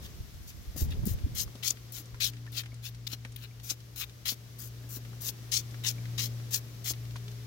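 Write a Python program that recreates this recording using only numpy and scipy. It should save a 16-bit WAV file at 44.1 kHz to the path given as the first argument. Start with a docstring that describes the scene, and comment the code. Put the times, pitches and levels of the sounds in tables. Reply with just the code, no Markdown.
"""In a garden, a plastic spray bottle is pumped at a tree trunk about three times a second.
Each squeeze, close to the left microphone, is a nozzle hiss plus drops spattering in the bark's grooves.
The trigger ticks and knocks against its stop, and now and then air bubbles back into the bottle.
Wind and handling bump the microphone at first, and a far engine hums behind the soft hiss of leaves."""
import sys
import numpy as np
from scipy import signal
from scipy.fft import rfft, irfft
from scipy.io import wavfile

SR = 44100
rng = np.random.default_rng(int(sys.argv[2]) if len(sys.argv) > 2 else 0)


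def store_pcm(level_fs):
    """Save levels as 16-bit WAV."""
    pcm = np.round(np.clip(level_fs, -1, 1) * 32767).astype(np.int16)
    wavfile.write(sys.argv[1], SR, np.atleast_2d(pcm).T)


N = 328986
TIME = np.arange(N) / SR

# Levels in the tables are relative: the functions turn each layer up or down as a whole.
# Squeezes of the trigger; the jet's times count from the start of each squeeze:
# (start [s], length [s], hiss [dB], spatter [dB], splash [dB], pitch of the bark groove [Hz],
# jet crosses the groove [s], lingers there [s], jet meets wet bark [s], right side against left [dB])
SQUEEZES = [(0.018, 0.064, -51.5, -50, -48.5, 4460, .047, .06, 0.056, 0.5),
            (0.471, 0.059, -49, -49.5, -62, 5540, .004, .06, .05, -0.5),
            (0.759, 0.11, -34.5, -41.5, -49, 6500, 0.039, .052, 0.05, -9.5),
            (0.902, 0.046, -47, -44, -44, 4220, .002, 0.013, 0.033, -1),
            (1.057, 0.1, -35, -43.5, -49.5, 5850, .012, 0.058, .044, -8.5),
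            (1.345, 0.11, -31, -28.5, -42.5, 6300, 0.055, 0.041, 0.031, -7.5),
            (1.626, 0.11, -30, -26.5, -36, 5500, 0.048, 0.04, 0.015, -9.5),
            (1.922, .112, -39, -43, -48, 6400, 0.038, 0.062, .051, -9),
            (2.2, 0.11, -29.5, -24.5, -32, 3900, 0.037, 0.054, 0.004, -8.5),
            (2.521, 0.11, -36, -30.5, -35.5, 3920, 0.062, 0.027, 0.07, -7.5),
            (2.822, 0.089, -39, -36.5, -46.5, 3540, 0.041, 0.024, 0.036, -9.5),
            (3.079, 0.081, -40, -34.5, -40.5, 4180, 0.055, .018, 0.061, -7),
            (3.36, 0.11, -47, -48, -42.5, 4100, 0.077, 0.013, 0.097, -6),
            (3.63, 0.12, -33.5, -28, -42.5, 6340, 0.078, 0.016, 0.084, -8),
            (3.956, 0.1, -35, -39.5, -33.5, 5300, .053, 0.048, .076, -7.5),
            (4.251, .1, -31, -30.5, -33.5, 4400, .042, 0.046, .006, -6.5),
            (4.582, .118, -40, -50.5, -55, 6500, .03, 0.074, .041, -8),
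            (4.887, .104, -36, -46.5, -51, 6240, 0.075, 0.07, 0.099, -9.5),
            (5.204, .11, -31.5, -35, -49, 5900, 0.09, 0.071, 0.044, -8),
            (5.514, 0.11, -32, -23.5, -36, 5900, 0.023, 0.059, 0.017, -8),
            (5.833, 0.1, -31.5, -24, -33, 5600, .047, 0.024, 0.024, -7),
            (6.176, 0.11, -33, -30, -31.5, 5040, 0.026, 0.091, 0.015, -8),
            (6.505, .096, -28.5, -27.5, -41, 6200, 0.045, 0.027, 0.049, -7),
            (6.839, 0.094, -30.5, -29.5, -38.5, 6200, 0.063, 0.05, 0.036, -7)]
# The jet spits or hits a hollow in the bark: (time [s], level [dB], pitch [Hz], length [s])
SPITS = [(.476, -42, 14000, .007), (1.054, -25, 14500, 0.0057), (1.066, -25, 13600, 0.0087),
         (1.348, -36, 14500, .006), (1.625, -28, 3000, 0.016), (1.675, -16.5, 5800, .012),
         (1.702, -14, 6500, .01), (1.92, -30.5, 14000, 0.0074), (2.518, -36, 15000, .008),
         (3.066, -22.5, 4140, 0.015), (3.067, -31, 13500, .012), (3.359, -31, 15000, 0.01),
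         (3.36, -33, 3340, .009), (2.203, -25, 3220, 0.019), (3.695, -22, 5550, 0.022),
         (4.285, -20.5, 4000, 0.016), (5.216, -29, 13500, .01), (5.285, -23.5, 4630, 0.011),
         (5.567, -16.5, 5550, 0.014), (5.867, -24, 5800, .012), (5.908, -32, 6290, .01),
         (6.54, -21, 6190, 0.013)]
# Trigger, spring and fingers click on the plastic: (time [s], level [dB], pitch [Hz])
TICKS = [(.886, -45, 2240), (1.186, -44, 2100), (1.476, -45, 1200), (1.554, -42, 3830), (1.77, -43, 2220),
         (2.056, -44, 5970), (2.1435, -40, 1540), (2.334, -42, 2400), (2.464, -42.5, 1780),
         (2.6345, -40, 2080), (2.658, -39, 2320), (2.742, -44, 6100), (2.9463, -43.5, 4240),
         (3.249, -33, 1840), (3.32, -43.5, 6400), (3.598, -43.5, 3590), (3.803, -44.5, 3600),
         (4.095, -43.5, 3800), (5.0495, -43, 2130), (5.13, -45, 1100), (5.743, -40, 1300),
         (6.054, -39.5, 2130), (6.935, -37.5, 3010), (7.157, -35.5, 1200), (7.162, -37.5, 3400),
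         (7.2798, -38, 3250)]
# The trigger hits its stop and the bottle sounds hollow: (time [s], level [dB], pitch [Hz])
KNOCKS = [(.761, -37.5, 298), (1.552, -42.5, 249), (1.706, -44.5, 304), (2.002, -49.5, 300),
          (2.729, -46.5, 265), (3.131, -41.5, 287), (3.251, -43.5, 229), (3.712, -44.5, 287),
          (4.321, -42, 236), (4.838, -49, 263), (4.969, -41, 270), (5.292, -45.5, 280), (6.907, -40.5, 306)]
# Air bubbles back into the bottle: (time [s], level [dB], pitch [Hz])
BUBBLES = [(2.147, -53, 1600), (2.476, -39, 1770), (2.72, -44, 2200), (3.511, -47.5, 2300),
           (4.838, -48, 1670), (5.983, -40.5, 2294)]
# One gust on the microphone that dies away: (time [s], level [dB])
GUST_LEVELS = [(0, -47), (.33, -53), (.72, -49.5), (.83, -32), (.94, -40.5), (1.12, -35.5), (1.19, -44.5),
               (1.46, -46), (1.56, -72)]
# Thumps and scuffs on the microphone, from wind and handling:
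# (time [s], level [dB], pitch [Hz], length [cycles])
MIC_BUMPS = [(0.2, -29, 72, 0.94), (0.667, -32.5, 56, 2.2), (0.816, -35.5, 306, 2.6),
             (.818, -21.5, 58.5, 1.2), (.877, -25, 80, 1.35), (0.982, -27, 59.6, 1),
             (1.062, -25.5, 199, 4.2), (1.071, -32.5, 386, 3), (1.105, -24, 86.6, 1.85),
             (1.138, -27, 59.6, 1.2), (1.236, -21, 76.4, 1.75), (1.26, -35, 263, 3.6),
             (1.455, -33, 65, 1.6), (2.125, -42, 60, 1.7)]
# The far engine swells and fades: (time [s], level [dB])
ENGINE_LEVELS = [(.7, -65), (1.45, -49), (2.05, -48.5), (2.34, -43), (3.3, -45.5), (4.25, -52), (4.68, -45),
                 (5.1, -43), (5.35, -46.5), (6.07, -37.5), (6.32, -37), (6.72, -45.5), (7.06, -39),
                 (7.46, -42.5)]
# The tones in the engine's hum: (pitch [multiples of the firing rate], level [dB])
ENGINE_TONES = [(.5, -27), (1, 3.5), (1.5, -20.5), (2, -25), (2.5, -24), (3, -43), (3.5, -29.5)]
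# The garden's background: (time [s], leaf hiss [dB], far rumble [dB])
GARDEN_LEVELS = [(0, -60, -58), (.48, -62.5, -69), (.95, -60, -55.5), (1.7, -61, -60), (2.9, -64, -66.5),
                 (3.9, -64, -63.5), (6.2, -57.5, -56), (6.7, -60, -57.5), (7.46, -59.5, -61)]
# The highest part of the leaf hiss: (time [s], level [dB])
FINE_HISS_LEVELS = [(0, -63), (1.7, -64), (2.8, -70.5), (4.7, -64), (6.0, -61.5), (7.46, -63.5)]

# A spectrum says how strong a noise is from low to high.
# Mist leaving the nozzle: (frequency [Hz], level [dB])
NOZZLE_SPECTRUM = [(1500, -10), (3000, -22), (4000, -11), (6200, -1), (7400, -2.5), (8600, -8),
                   (10000, -5.5), (12000, 1), (13700, 4), (15600, 2), (17000, -4.5)]
# Drops hitting bark: (frequency [Hz], level [dB])
SPATTER_SPECTRUM = [(1500, -43), (2400, -2.5), (3100, -0.5), (4000, 0), (6800, 1), (8400, -9),
                    (11000, -3.5), (16000, -15)]
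# Drops landing where the bark is already wet: (frequency [Hz], level [dB])
SPLASH_SPECTRUM = [(600, -12.5), (950, -17.5), (1400, -5.5), (2200, -0.5), (2900, 1), (4000, 4),
                   (6000, -35)]
# Wind on the microphone: (frequency [Hz], level [dB])
WIND_SPECTRUM = [(22, -6), (50, 0), (75, 3.5), (110, 0), (150, -6), (200, -11), (280, -19), (700, -34)]
# Hissing leaves: (frequency [Hz], level [dB])
LEAF_SPECTRUM = [(410, -2.5), (700, -2.5), (934, -5), (1080, -2.5), (1380, -3.5), (2160, -3), (2560, -4.5),
                 (3280, -3), (4430, -4), (5610, -4), (8650, -13.5), (12800, -5.5), (16000, -8.5)]
# Far rumble: (frequency [Hz], level [dB])
RUMBLE_SPECTRUM = [(30, -16), (60, -1), (150, -0.5), (200, -5), (300, -7), (440, -8.5), (700, -18.5),
                   (1200, -38.5)]


def squirts(open_s, close_s, sag_db, flutter_db):
    """The nozzle turns liquid into mist; drops make a groove in the bark ring and splash on wet spots."""
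    mist = shape_noise(droplets(per_s=17000, spread_db=3.5), NOZZLE_SPECTRUM)
    impacts = shape_noise(droplets(per_s=26000, spread_db=1), SPATTER_SPECTRUM)
    splashes = shape_noise(droplets(per_s=4000, spread_db=0), SPLASH_SPECTRUM)
    hiss, bark = np.zeros((2, 2, N))
    sides_db = np.zeros((2, N))
    for start, length, hiss_db, spatter_db, splash_db, hz, groove_s, linger_s, wet_s, right_db in SQUEEZES:
        span = slice(int(start * SR), int((start + length) * SR))
        t = TIME[span] - start
        # The valve snaps open, then closes as the pressure runs out.
        valve = np.clip(np.minimum(t / open_s, (length - t) / close_s), 0, 1)
        flow = valve * from_db(-sag_db * (2 * t / length - 1) ** 2)  # strongest in the middle
        off_groove = off_target(t, groove_s, linger_s)
        off_wet = off_target(t, wet_s, linger_s=0.033)
        ringing = rms_one(resonate(impacts[:, span], hz, q=1.38))
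        # Each part is quieter while the jet is beside its spot.
        hiss[:, span] += flow * from_db(hiss_db - 0.5 - 9 * off_groove) * mist[:, span]
        bark[:, span] += flow * from_db(spatter_db - 18.5 * off_groove) * ringing
        bark[:, span] += flow * from_db(splash_db - 14.5 * off_wet) * splashes[:, span]
        sides_db[1, span.start:] = right_db
    spray = from_the_left(hiss, right_db=-0.5, direct=0.13) + from_the_left(bark, right_db=-3, direct=0.13)
    flutter = flutter_db * drift(per_s=220)  # the jet breaks up unevenly
    return from_db(sides_db + flutter) * trunk_echo(spray, delay_s=0.000895, strength=0.43)


def off_target(t, crossing_s, linger_s):
    """How far the sweeping jet is from a spot: 0 right on it, 1 well beside it."""
    return 1 - np.exp(-((t - crossing_s) / linger_s) ** 2)


def trunk_echo(spray, delay_s, strength):
    """Sound bounces off the trunk; the path changes as the hand moves, so each squirt has its own tone."""
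    moving_delay = delay_s * from_db(2.21 * drift(per_s=5))
    echo = np.array([np.interp(TIME - moving_delay, TIME, side) for side in spray])
    return (spray + strength * echo) / np.sqrt(1 + strength ** 2)


def spits(gain_db, q):
    """The jet spits or hits a hollow: a brief swell of spray around one bright pitch."""
    out, noise = np.zeros((2, N)), rng.standard_normal((2, N))
    for start, db, hz, length in SPITS:
        span = slice(int(start * SR), int((start + length) * SR))
        ringing = resonate(noise[:, span], hz, q)
        burst = rms_one(resonate(ringing, hz, q / 4))
        swell = signal.windows.tukey(burst.shape[1], 0.6)
        out[:, span] += from_db(db + gain_db) * burst * swell
    return from_the_left(out, right_db=-12, direct=0.34)


def trigger_ticks(gain_db, rise_s, ring_s, extra_per_s):
    """The trigger sticks and slips, making tiny rattles that die quickly in the plastic."""
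    out, t = np.zeros((2, N)), TIME[:SR // 10]
    envelope = (1 - np.exp(-t / rise_s)) * fade(t, ring_s)
    # Extra faint ticks come at random times and pitches.
    chance = rng.random((int(extra_per_s * N / SR), 2))
    faint_ticks = [(when * TIME[-1], -44.5, 2600 * 2 ** (2 * pitch - 1)) for when, pitch in chance]
    for start, db, hz in TICKS + faint_ticks:
        rattle = resonate(rng.standard_normal((2, len(t))) * envelope, hz, q=1.23)
        at = int(start * SR)
        out[:, at:at + len(t)] += from_db(db + gain_db) * rms_one(rattle)[:, :N - at]
    dulled = signal.sosfilt(signal.butter(1, 8750, fs=SR, output="sos"), out)
    return from_the_left(dulled, right_db=-3, direct=0.18)


def trigger_knocks(gain_db, ring_s, clack_db, clack_s):
    """The trigger hits its stop with a dull clack, and the bottle rings with a short, low note."""
    out, t = np.zeros(N), TIME[:SR // 8]
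    for start, db, hz in KNOCKS:
        note = np.sin(2 * np.pi * hz * t) * fade(t, ring_s)
        clack = rms_one(resonate(rng.standard_normal(len(t)), hz=547, q=2.1)) * fade(t, clack_s)
        at = int(start * SR)
        out[at:at + len(t)] += from_db(db + gain_db) * (note + from_db(clack_db) * clack)
    return out * balance(1.5, -1.5)


def bubbles(gain_db, ring_s, pitch_rise):
    """Each air bubble entering the bottle rings briefly, rising a little in pitch."""
    out, t = np.zeros(N), TIME[:SR // 8]
    for start, db, hz in BUBBLES:
        ring = np.sin(2 * np.pi * hz * t * (1 + pitch_rise * t)) * fade(t, ring_s)
        at = int(start * SR)
        out[at:at + len(t)] += from_db(db + gain_db) * ring
    return out * balance(2.5, -3)


def wind(gain_db, lumpy_db):
    """Swirling air makes a lumpy rumble on the microphone."""
    gust_db, = curves(GUST_LEVELS)
    gust = from_db(gust_db + gain_db + lumpy_db * drift(per_s=49))
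    return gust * stereo_noise(WIND_SPECTRUM, shared=0.14)


def mic_bumps(gain_db, uneven_db):
    """Wind and handling thump and scuff the microphone, each time with a few quick, low swings."""
    out = np.zeros((2, N))
    lag_cycles = np.array([[0], [0.2]])  # a bump reaches the right side later
    for start, db, hz, cycles in MIC_BUMPS:
        span = slice(int(start * SR), int(start * SR) + SR // 10)
        cycles_done = np.clip((TIME[span] - start) * hz - lag_cycles, 0, cycles)
        strength = from_db(db + gain_db + uneven_db * rng.standard_normal((2, 1)))
        swell = np.sin(np.pi * cycles_done / cycles)
        out[:, span] += strength * swell * np.sin(2 * np.pi * cycles_done)
    return out


def far_engine(firing_hz, gain_db, waver_db, throb_db):
    """An engine's firing makes one strong tone and weaker, wavering ones; its crank adds a rough throb."""
    hum_db, = curves(ENGINE_LEVELS)
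    phase = 2 * np.pi * np.cumsum(firing_hz + 0.2 * drift(per_s=1.99)) / SR
    hum = 0
    for multiple, db in ENGINE_TONES:
        waver = from_db(waver_db * (multiple != 1) * drift(per_s=7))
        hum += from_db(db) * waver * np.sin(multiple * phase + 2 * np.pi * rng.random())
    throb = rms_one(resonate(stereo_noise(RUMBLE_SPECTRUM, shared=0.96), hz=58.5, q=3.8))
    return (np.sqrt(2) * from_db(hum_db + gain_db) * hum + from_db(throb_db) * throb) * balance(1.3, -1.5)


def garden_air(leaf_gain_db, fine_gain_db, rumble_gain_db):
    """Leaves hiss softly over a far rumble; the highest part of the hiss comes and goes."""
    leaf_db, rumble_db = curves(GARDEN_LEVELS)
    fine_db, = curves(FINE_HISS_LEVELS)
    hiss = stereo_noise(LEAF_SPECTRUM, shared=0.018)
    leaves = rms_one(signal.sosfilt(signal.butter(4, 7200, "low", fs=SR, output="sos"), hiss))
    fine_hiss = rms_one(signal.sosfilt(signal.butter(4, 7200, "high", fs=SR, output="sos"), hiss))
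    rumble = stereo_noise(RUMBLE_SPECTRUM, shared=0.61)
    return (from_db(leaf_db + leaf_gain_db) * leaves * balance(1.6, -1.6)
            + from_db(fine_db + fine_gain_db) * fine_hiss * balance(0.7, -0.7)
            + from_db(rumble_db + rumble_gain_db) * rumble * balance(1.5, -1.5))


def droplets(per_s, spread_db):
    """Two rows of tiny random hits of uneven size."""
    sizes = from_db(spread_db * np.minimum(rng.exponential(1, (2, N)), 4)) * rng.standard_normal((2, N))
    hits = rng.random((2, N)) < per_s / SR
    return rms_one(sizes * hits)


def from_the_left(pair, right_db, direct):
    """Row 0 goes left; the right side hears it later and weaker, mixed with scattered sound (row 1)."""
    late = np.interp(TIME - 0.00019, TIME, pair[0])
    right = from_db(right_db) * (np.sqrt(direct) * late + np.sqrt(1 - direct) * pair[1])
    ring = from_db(-2.5) * resonate(right, hz=8600, q=7.5)  # the right microphone's opening rings
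    return np.array([pair[0], right + ring])


def stereo_noise(spectrum, shared):
    """Noise whose left and right sides are partly the same (shared runs from 0 to 1)."""
    common, separate = rng.standard_normal(N), rng.standard_normal((2, N))
    return shape_noise(np.sqrt(shared) * common + np.sqrt(1 - shared) * separate, spectrum)


def shape_noise(noise, spectrum):
    """Give noise a spectrum that falls away past its ends, at an average strength of 1."""
    hz, db = np.transpose(spectrum)
    freqs = np.maximum(np.fft.rfftfreq(N, 1 / SR), 1)
    gain = from_db(np.interp(np.log(freqs), np.log(hz), db))
    edges = np.minimum(freqs / hz[0], 1) ** 2 * np.minimum(hz[-1] / freqs, 1) ** 2
    return rms_one(irfft(rfft(noise) * edges * gain, N))


def resonate(x, hz, q):
    """Keep the sound near one pitch; a higher q makes it narrower and ring longer."""
    return signal.lfilter(*signal.iirpeak(hz, max(q, hz / (0.4 * SR)), fs=SR), x)


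def drift(per_s):
    """A wandering value that glides to a new random point per_s times a second."""
    points = rng.standard_normal(N)
    return np.interp(TIME * per_s, np.arange(N), points)


def curves(table):
    """Join a table's points with straight lines: one curve for each column after the time."""
    times, *columns = np.transpose(table)
    return [np.interp(TIME, times, column) for column in columns]


def fade(t, ring_s):
    """Die away by 60 dB in ring_s seconds."""
    return from_db(-60 * t / ring_s)


def balance(left_db, right_db):
    """Volume factors for the two sides."""
    return from_db([[left_db], [right_db]])


def rms_one(x):
    """Scale a sound to an average strength (root mean square) of 1."""
    return x / np.sqrt(np.mean(x ** 2) + 1e-20)


def from_db(db):
    """Turn decibels into a volume factor."""
    return 10 ** (np.asarray(db) / 20)


def scene():
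    """The spray bottle in front of the garden's background."""
    bottle = squirts(open_s=0.0063, close_s=0.022, sag_db=2.5, flutter_db=1.28)
    bottle += spits(gain_db=-6.5, q=2.9)
    bottle += trigger_ticks(gain_db=-18, rise_s=0.00047, ring_s=0.046, extra_per_s=1.4)
    bottle += trigger_knocks(gain_db=1.5, ring_s=0.05, clack_db=-10, clack_s=0.066)
    bottle += bubbles(gain_db=-5.5, ring_s=0.042, pitch_rise=1.2)
    background = far_engine(firing_hz=118, gain_db=-3, waver_db=5.5, throb_db=-56.5)
    background += garden_air(leaf_gain_db=3, fine_gain_db=2.5, rumble_gain_db=3.5)
    background += wind(gain_db=3.5, lumpy_db=2.5) + mic_bumps(gain_db=1.5, uneven_db=0.8)
    return bottle + background


def record(dry):
    """Cut away the very highest treble, above 15900 Hz."""
    return signal.sosfilt(signal.ellip(12, 0.1, 80, 15900, fs=SR, output="sos"), dry)


dry = scene()
out = record(dry)
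store_pcm(out)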